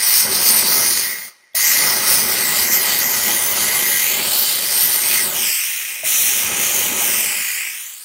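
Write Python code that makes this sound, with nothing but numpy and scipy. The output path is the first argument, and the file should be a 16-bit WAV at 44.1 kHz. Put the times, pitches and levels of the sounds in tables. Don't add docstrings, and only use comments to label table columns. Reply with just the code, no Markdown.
import sys
import numpy as np
from scipy import signal
from scipy.fft import rfft, irfft
from scipy.io import wavfile
from scipy.ndimage import uniform_filter1d

SR = 44100
rng = np.random.default_rng(int(sys.argv[2]) if len(sys.argv) > 2 else 0)


def voltage_ratio(decibels):
    exponent = np.asarray(decibels, float) / 20
    return 10 ** exponent


def wav_out(sig):
    wavfile.write(sys.argv[1], SR, np.round(np.clip(np.atleast_2d(sig).T, -1, 1) * 32767).astype(np.int16))


N = 354563

# pitch_hz, fade_by_60_db_s
ROOM_FADE = [
    (200, 0.058),
    (2000, 0.18),
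    (8000, 0.035),
    (16000, 0.027),
]
FLOOR_DB = -69.5

# start_s, peak_db, pitch_hz, fade_by_60_db_s
GUN_KNOCKS = [
    (1.281, -29, 1200, 0.0078),
    (1.520, -48, 5500, .006),
    (1.535, -45, 3400, 0.03),
    (1.535, -38, 12000, .002),
    (1.545, -27.5, 660, 0.11),
    (1.544, -35, 130, .04),
    (1.548, -34, 333, 0.024),
    (6.035, -35, 140, .06),
    (5.951, -29, 1500, .004),
    (6.034, -21, 650, 0.079),
]

# valve_opens_s, let_go_s, hiss_db, hose_bleeds_for_s
TRIGGER_PULLS = [
    (-.1, 0.91, -14.5, 0.36),
    (1.545, 5.44, -17.5, 0.79),
    (6.034, 7.15, -17.5, .9),
]
RISE_S, BLEED_DB, BLEED_BEND = 0.016, -19.5, 1.26
SHUT_S, SHUT_STEP_DB, SHUT_STEP_S, LEAK_DB_PER_S = 1.282, -19, 0.028, -62
PUFF_S, PUFF_DB, PUFF_FADE_S = 1.549, 6, 0.02

# time_s, share_0_to_1
LOW_AIM = [
    (0, 0.03),
    (3.98, 0.05),
    (4.08, 0.7),
    (4.98, 0.1),
    (5.1, 0.8),
    (5.24, 0),
    (5.4, 0.75),
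    (8.04, 0.57),
]
# time_s, level_db, half_width_s, brighter_db_per_6_khz
HAND_SWINGS = [(0, -6.5, 0.035, -4), (.21, 4.5, 0.1, 1.2), (.28, -10, 0.052, -2.5), (.394, -4, 0.02, -2.2),
               (.484, 6., 0.034, 2.3), (.579, 3., .025, 0.3), (.639, -5, 0.023, -2.5),
               (.908, 2.5, 0.034, 2.4), (1.7, 3.5, 0.21, 0), (2.03, -4, 0.055, -1.5),
               (2.127, 6.5, 0.083, 1), (2.361, -3, 0.025, -2.2), (2.55, 1.8, 0.087, -0.3),
               (2.68, 1.5, .04, 2.5), (2.745, 5.5, .03, 1.5), (2.9, -1.5, 0.039, -2.5), (3.07, 1, 0.074, 1),
               (3.41, 1.2, 0.076, 2), (3.99, 1.5, .08, 1), (4.2, -3.5, 0.082, -1), (4.4, 3, .05, 2),
               (4.62, -3, 0.06, -0.5), (4.835, 6, 0.067, 1.5), (4.98, 4, 0.039, 2.2),
               (5.15, 1.8, 0.067, -1), (5.32, -3., 0.083, 0.9), (6.195, 4.5, 0.086, 2.1),
               (6.51, -6, 0.073, -3), (6.925, -5, 0.061, -1), (7.318, -2, 0.045, -1.9)]

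# time_s, rumble_db at full pressure
HEAD_ON_DB = [
    [(0, -40), (.21, -40), (.26, -29.5), (.58, -31), (.83, -29.5), (.95, -37), (1.1, -38)],
    [(1.6, -46.5), (1.82, -29), (2.62, -31.5), (3.7, -31.5), (4.05, -37), (4.25, -31), (4.5, -38),
     (5.2, -36), (5.27, -32)],
    [(5.45, -37.5), (5.6, -58), (6.1, -43.5), (6.38, -38), (6.47, -31), (6.63, -33.5), (7.0, -31.5),
     (7.4, -40.5), (7.53, -55)],
]
# pitch_hz, level_db per Hz
STRIKE_COLOUR = [(20, -57), (45, -20.5), (85, -5.5), (140, -10), (200, 1.5), (290, -5.5), (360, -2),
                 (430, -4), (530, -2.5), (900, -3), (1580, -4), (1750, -16), (2300, -22), (3700, -87)]

# pitch_hz, width_hz, level_db
UPPER_FINS = [
    (1600, 45, -14.5),
    (1928, 87, 0),
    (2104, 110, -2.5),
    (2270, 49, -15.5),
    (2407, 27, -11.5),
]
# pitch_hz, width_hz, level_db
LOWER_FINS = [
    (1820, 50, 8.5),
    (2214, 147, 12.5),
    (2534, 750, 12),
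    (3350, 960, -13.5),
]
# time_s, ring_db at full pressure
ACROSS_DB = [
    [(0, -26.5), (.39, -34), (.58, -31), (.68, -34), (.81, -25), (.94, -32), (1.14, -21), (1.36, -34)],
    [(1.62, -21.5), (2.14, -29), (2.65, -24.5), (3.58, -29.5), (3.75, -24.5), (4.2, -25), (4.3, -37),
     (5.0, -29.5), (5.19, -21.5)],
    [(5.26, -38), (5.5, -29), (5.85, -25), (6.1, -27.5), (6.25, -29.5), (6.65, -27.5), (6.92, -30.5),
     (7.65, -20.5), (8.04, -48)],
]
RING_FOLLOWS, RUMBLE_FOLLOWS = 0.53, 0.49

# pitch_hz, level_db per Hz
JET_COLOUR = [(600, -13.5), (1500, -6.5), (2600.0, -1.4), (3100.0, 1), (3500.0, -4), (4500.0, -0.1),
              (6000.0, 0.55), (7500.0, 0.65), (9300.0, 2.5), (10700.0, -3.5), (12000.0, 1), (14000.0, 3),
              (15700.0, -1.5)]
# time_s, extra_path_us, signed_gain
GUN_BOUNCE = [(0, 204, .45), (.65, 210, .45), (.72, 194, .55), (1.57, 200, .4), (1.69, 150, .32),
              (1.82, 189, .43), (2.27, 210, .27), (2.6, 245, .2), (2.67, 152, .4), (2.78, 146, .4),
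              (2.86, 250, .25), (2.97, 250, .25), (3.02, 152, .4), (3.13, 155, .4), (3.2, 190, .2),
              (4.12, 220, .18), (5.35, 127, .05), (8.04, 120, .24)]
# time_s, extra_path_us, signed_gain
RADIATOR_BOUNCE = [(0, 280, -.33), (.95, 269, -.1), (2.11, 273, -.2), (3.12, 299, .16), (3.49, 303, .48),
                   (3.69, 287, .25), (4.02, 304, .45), (4.38, 230, .3), (5.24, 213, .45), (5.36, 310, .3),
                   (5.5, 390, .5), (5.75, 312, .3), (5.92, 340, .25), (6.15, 303, .44), (6.4, 325, .3),
                   (6.94, 295, .36), (7.52, 430, .3), (8.04, 222, .45)]
# time_s, extra_path_us, signed_gain
WALL_BOUNCE = [(0, 378, -.08), (1.96, 375, -.16), (2.32, 515, .1), (2.43, 471, .41), (2.52, 528, -.06),
               (2.71, 461, .2), (2.76, 530, -.15), (3.37, 632, .17), (4.15, 622, .07), (4.3, 281, .21),
               (4.61, 285, .28), (4.7, 340, .1), (4.94, 313, .2), (5.36, 334, .12), (5.71, 573, -.03),
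               (6.18, 504, .24), (6.52, 527, -.12), (8.04, 630, .07)]
BOUNCE_DULLS_HZ = 28000
PASSES_HIGH_AIM_HZ, PASSES_LOW_AIM_HZ = 3200, 1840
DULL_BELOW_DB, DULL_TILT = -26, 0.43


def evened(x):
    return x / np.sqrt(np.mean(x ** 2) + 1e-20)


def read_colour(points, hz):
    f, value = np.transpose(points)
    return np.interp(np.log(hz + 1), np.log(f + 1), value)


def read_stretches(stretches, t):
    return np.interp(t, *np.concatenate(stretches).T)


def spectrum_grid(size):
    return np.fft.rfftfreq(size, 1 / SR), np.arange(N * 4 // size + 5) * (size // 4) / SR


def shaped_noise(gain, size):
    a, b = rng.standard_normal(gain.T.shape + (2,)).T
    sound = signal.istft(gain * (a + 1j * b), nperseg=size, noverlap=size - size // 4)[1]
    return evened(sound[:N])


def patches(hz, t, frames, bins):
    z = rng.standard_normal((len(t), len(hz)))
    for _ in range(2):
        z = uniform_filter1d(z, int(frames), 0)
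        z = uniform_filter1d(z, int(bins), 1)
    return evened(z).T


def wander(low_hz, high_hz):
    hz = np.fft.rfftfreq(N, 1 / SR) + 1e-3
    shape = 1 / np.sqrt(hz) / (1 + (low_hz / hz) ** 2) / (1 + (hz / high_hz) ** 2)
    return evened(irfft(rfft(rng.standard_normal(N)) * shape, N))


def room(x):
    taps = np.zeros(SR // 2)
    at = np.arange(60, len(taps) - 20, 20)
    taps[at + rng.integers(0, 20, len(at))] = rng.choice([-1., 1.], len(at))
    hz, t, z = signal.stft(taps, SR, nperseg=256)
    fade_s = np.maximum(read_colour(ROOM_FADE, hz), 0.03)[:, None]
    tail = signal.istft(z * voltage_ratio(-60 * t / fade_s), SR, nperseg=256)[1]
    return signal.fftconvolve(x, tail / np.linalg.norm(tail))[:N]


def background():
    return voltage_ratio(FLOOR_DB) * wander(300, 9000)


def knocks():
    out, t = np.zeros(N + SR), np.arange(SR // 8) / SR
    for start_s, peak_db, hz, fade_s in GUN_KNOCKS:
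        onset = 1 - np.exp(-t * hz / 0.85)
        ring = voltage_ratio(peak_db - 60 * t / fade_s) * np.sin(2 * np.pi * hz * t) * onset
        out[round(start_s * SR):][:len(t)] += ring
    return out[:N]


def pressure_db(t):
    opens, let_go, hiss_db, bleed_s = np.transpose(TRIGGER_PULLS)
    since = t - opens[:, None]
    past = np.maximum(t - let_go[:, None], 0) / bleed_s[:, None]
    built = 1 - np.exp(-np.maximum(since, 0) / RISE_S)
    lost = BLEED_DB * np.minimum(past, 1) ** BLEED_BEND
    seated = np.maximum(t - SHUT_S, 0)
    lost[0] += SHUT_STEP_DB * (1 - np.exp(-seated / SHUT_STEP_S)) + LEAK_DB_PER_S * seated
    latest = (since > 0).sum(0) - 1
    return (lost + 20 * np.log10(built + 1e-6)).max(0), hiss_db[latest]


def puff():
    t = np.arange(N) / SR - PUFF_S
    return voltage_ratio(PUFF_DB * (t > 0) * np.exp(-abs(t) / PUFF_FADE_S))


def aimed_low(t):
    return np.clip(np.interp(t, *np.transpose(LOW_AIM)), 0, 1)


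def swung(t, index):
    return sum(row[index] * np.exp(-((t - row[0]) / row[2]) ** 2) for row in HAND_SWINGS)


def sputter(slugs, droplets, slow_db, fast_db):
    return evened(voltage_ratio(slow_db * slugs + fast_db * droplets))


def strike_db(t):
    return read_stretches(HEAD_ON_DB, t) + RUMBLE_FOLLOWS * pressure_db(t)[0]


def rumble():
    hz, t = spectrum_grid(size=2048)
    weak_db = np.clip(strike_db(t) + 42, -18, 0)
    thin_db = 0.45 * np.outer(np.clip(1 - hz / 900, 0, 1), weak_db)
    muffled_db = -4.5 * np.outer(np.clip(hz / 400 - 2, 0, 1), aimed_low(t))
    colour = voltage_ratio(read_colour(STRIKE_COLOUR, hz)[:, None] + thin_db + muffled_db)
    colour /= np.sqrt((colour ** 2).mean(0))
    lumps = voltage_ratio(1.93 * patches(hz, t, 3, 10.7))
    return voltage_ratio(strike_db(np.arange(N) / SR)) * shaped_noise(colour * lumps, size=2048)


def fin_colour(modes, hz):
    power = sum(voltage_ratio(2 * db) / (1 + (2 * (hz - f) / width) ** 2) ** 2 for f, width, db in modes)
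    return evened(np.sqrt(power))


def fins():
    hz, t = spectrum_grid(size=2048)
    low_share = aimed_low(t)
    upper = np.outer(fin_colour(UPPER_FINS, hz), 1 - low_share)
    lower = np.outer(fin_colour(LOWER_FINS, hz), 1.23 * low_share)
    t = np.arange(N) / SR
    strength = voltage_ratio(read_stretches(ACROSS_DB, t) + RING_FOLLOWS * pressure_db(t)[0])
    return strength * shaped_noise(upper + lower, size=2048)


def bounce_comb(hz, t):
    turn, bounced = -2j * np.pi * hz / 10 ** 6, 0
    for path in (GUN_BOUNCE, RADIATOR_BOUNCE, WALL_BOUNCE):
        time_s, delay_us, gain = np.transpose(path)
        delay = uniform_filter1d(np.interp(t, time_s, delay_us), size=24)
        bounced += np.interp(t, time_s, gain) * np.exp(turn * delay)
    passes_hz = np.interp(aimed_low(t), (0, 1), (PASSES_HIGH_AIM_HZ, PASSES_LOW_AIM_HZ))
    bounced *= np.exp(-hz / BOUNCE_DULLS_HZ) / (1 + (passes_hz / (hz + 1)) ** 4)
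    bounced *= 1.3 + 0.15 * aimed_low(t)
    return (abs(1 + bounced) + 0.08) ** 1.5


def hiss():
    bins, t = spectrum_grid(size=512)
    hz = bins[:, None]
    scatter_db = (0.38 + 3.1 * hz / 12000) * patches(bins, t, 19, 4)
    scatter_db *= 1 - 0.6 * aimed_low(t)
    tilt_db = DULL_TILT * np.minimum(pressure_db(t)[0] - DULL_BELOW_DB, 0) + swung(t, index=3)
    tilt = np.maximum(hz - 9000, -7000) / 6000 * tilt_db
    gain = bounce_comb(hz, t) * voltage_ratio(read_colour(JET_COLOUR, bins)[:, None] + tilt + scatter_db)
    gain *= np.minimum(hz / (900 + 900 * aimed_low(t) ** 2), 1) ** 2
    gain /= np.sqrt((gain[bins > 4000] ** 2).mean(0))
    t = np.arange(N) / SR
    level = voltage_ratio(sum(pressure_db(t)) + swung(t, index=1))
    return level * puff() * shaped_noise(gain, size=512)


def scene():
    shake = wander(16, 48), wander(42, 900)
    roar = voltage_ratio(0.37) * rumble() * sputter(*shake, slow_db=0.86, fast_db=0.69)
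    ring = voltage_ratio(-1.5) * fins() * sputter(*shake, slow_db=0.8, fast_db=1.8)
    jet = voltage_ratio(1.6) * hiss() * sputter(*shake, slow_db=0.3, fast_db=1.48)
    near = jet + ring + roar + knocks()
    mono = near + voltage_ratio(-11.5) * room(near) + background()
    return np.array([mono, mono])


def top_cut(x):
    return signal.sosfilt(signal.butter(12, 17030, fs=SR, output="sos"), x)


def record(dry):
    edge = signal.firwin(511, 15800, window=("kaiser", 9), fs=SR)
    overloaded = np.tanh(dry / 1.3) * 1.3
    limited = signal.oaconvolve(overloaded, edge[None], "same")
    bass_cut = signal.butter(2, 40, "high", fs=SR, output="sos")
    mix = signal.sosfilt(bass_cut, limited)
    return top_cut(mix)


dry = scene()
out = record(dry)
wav_out(out)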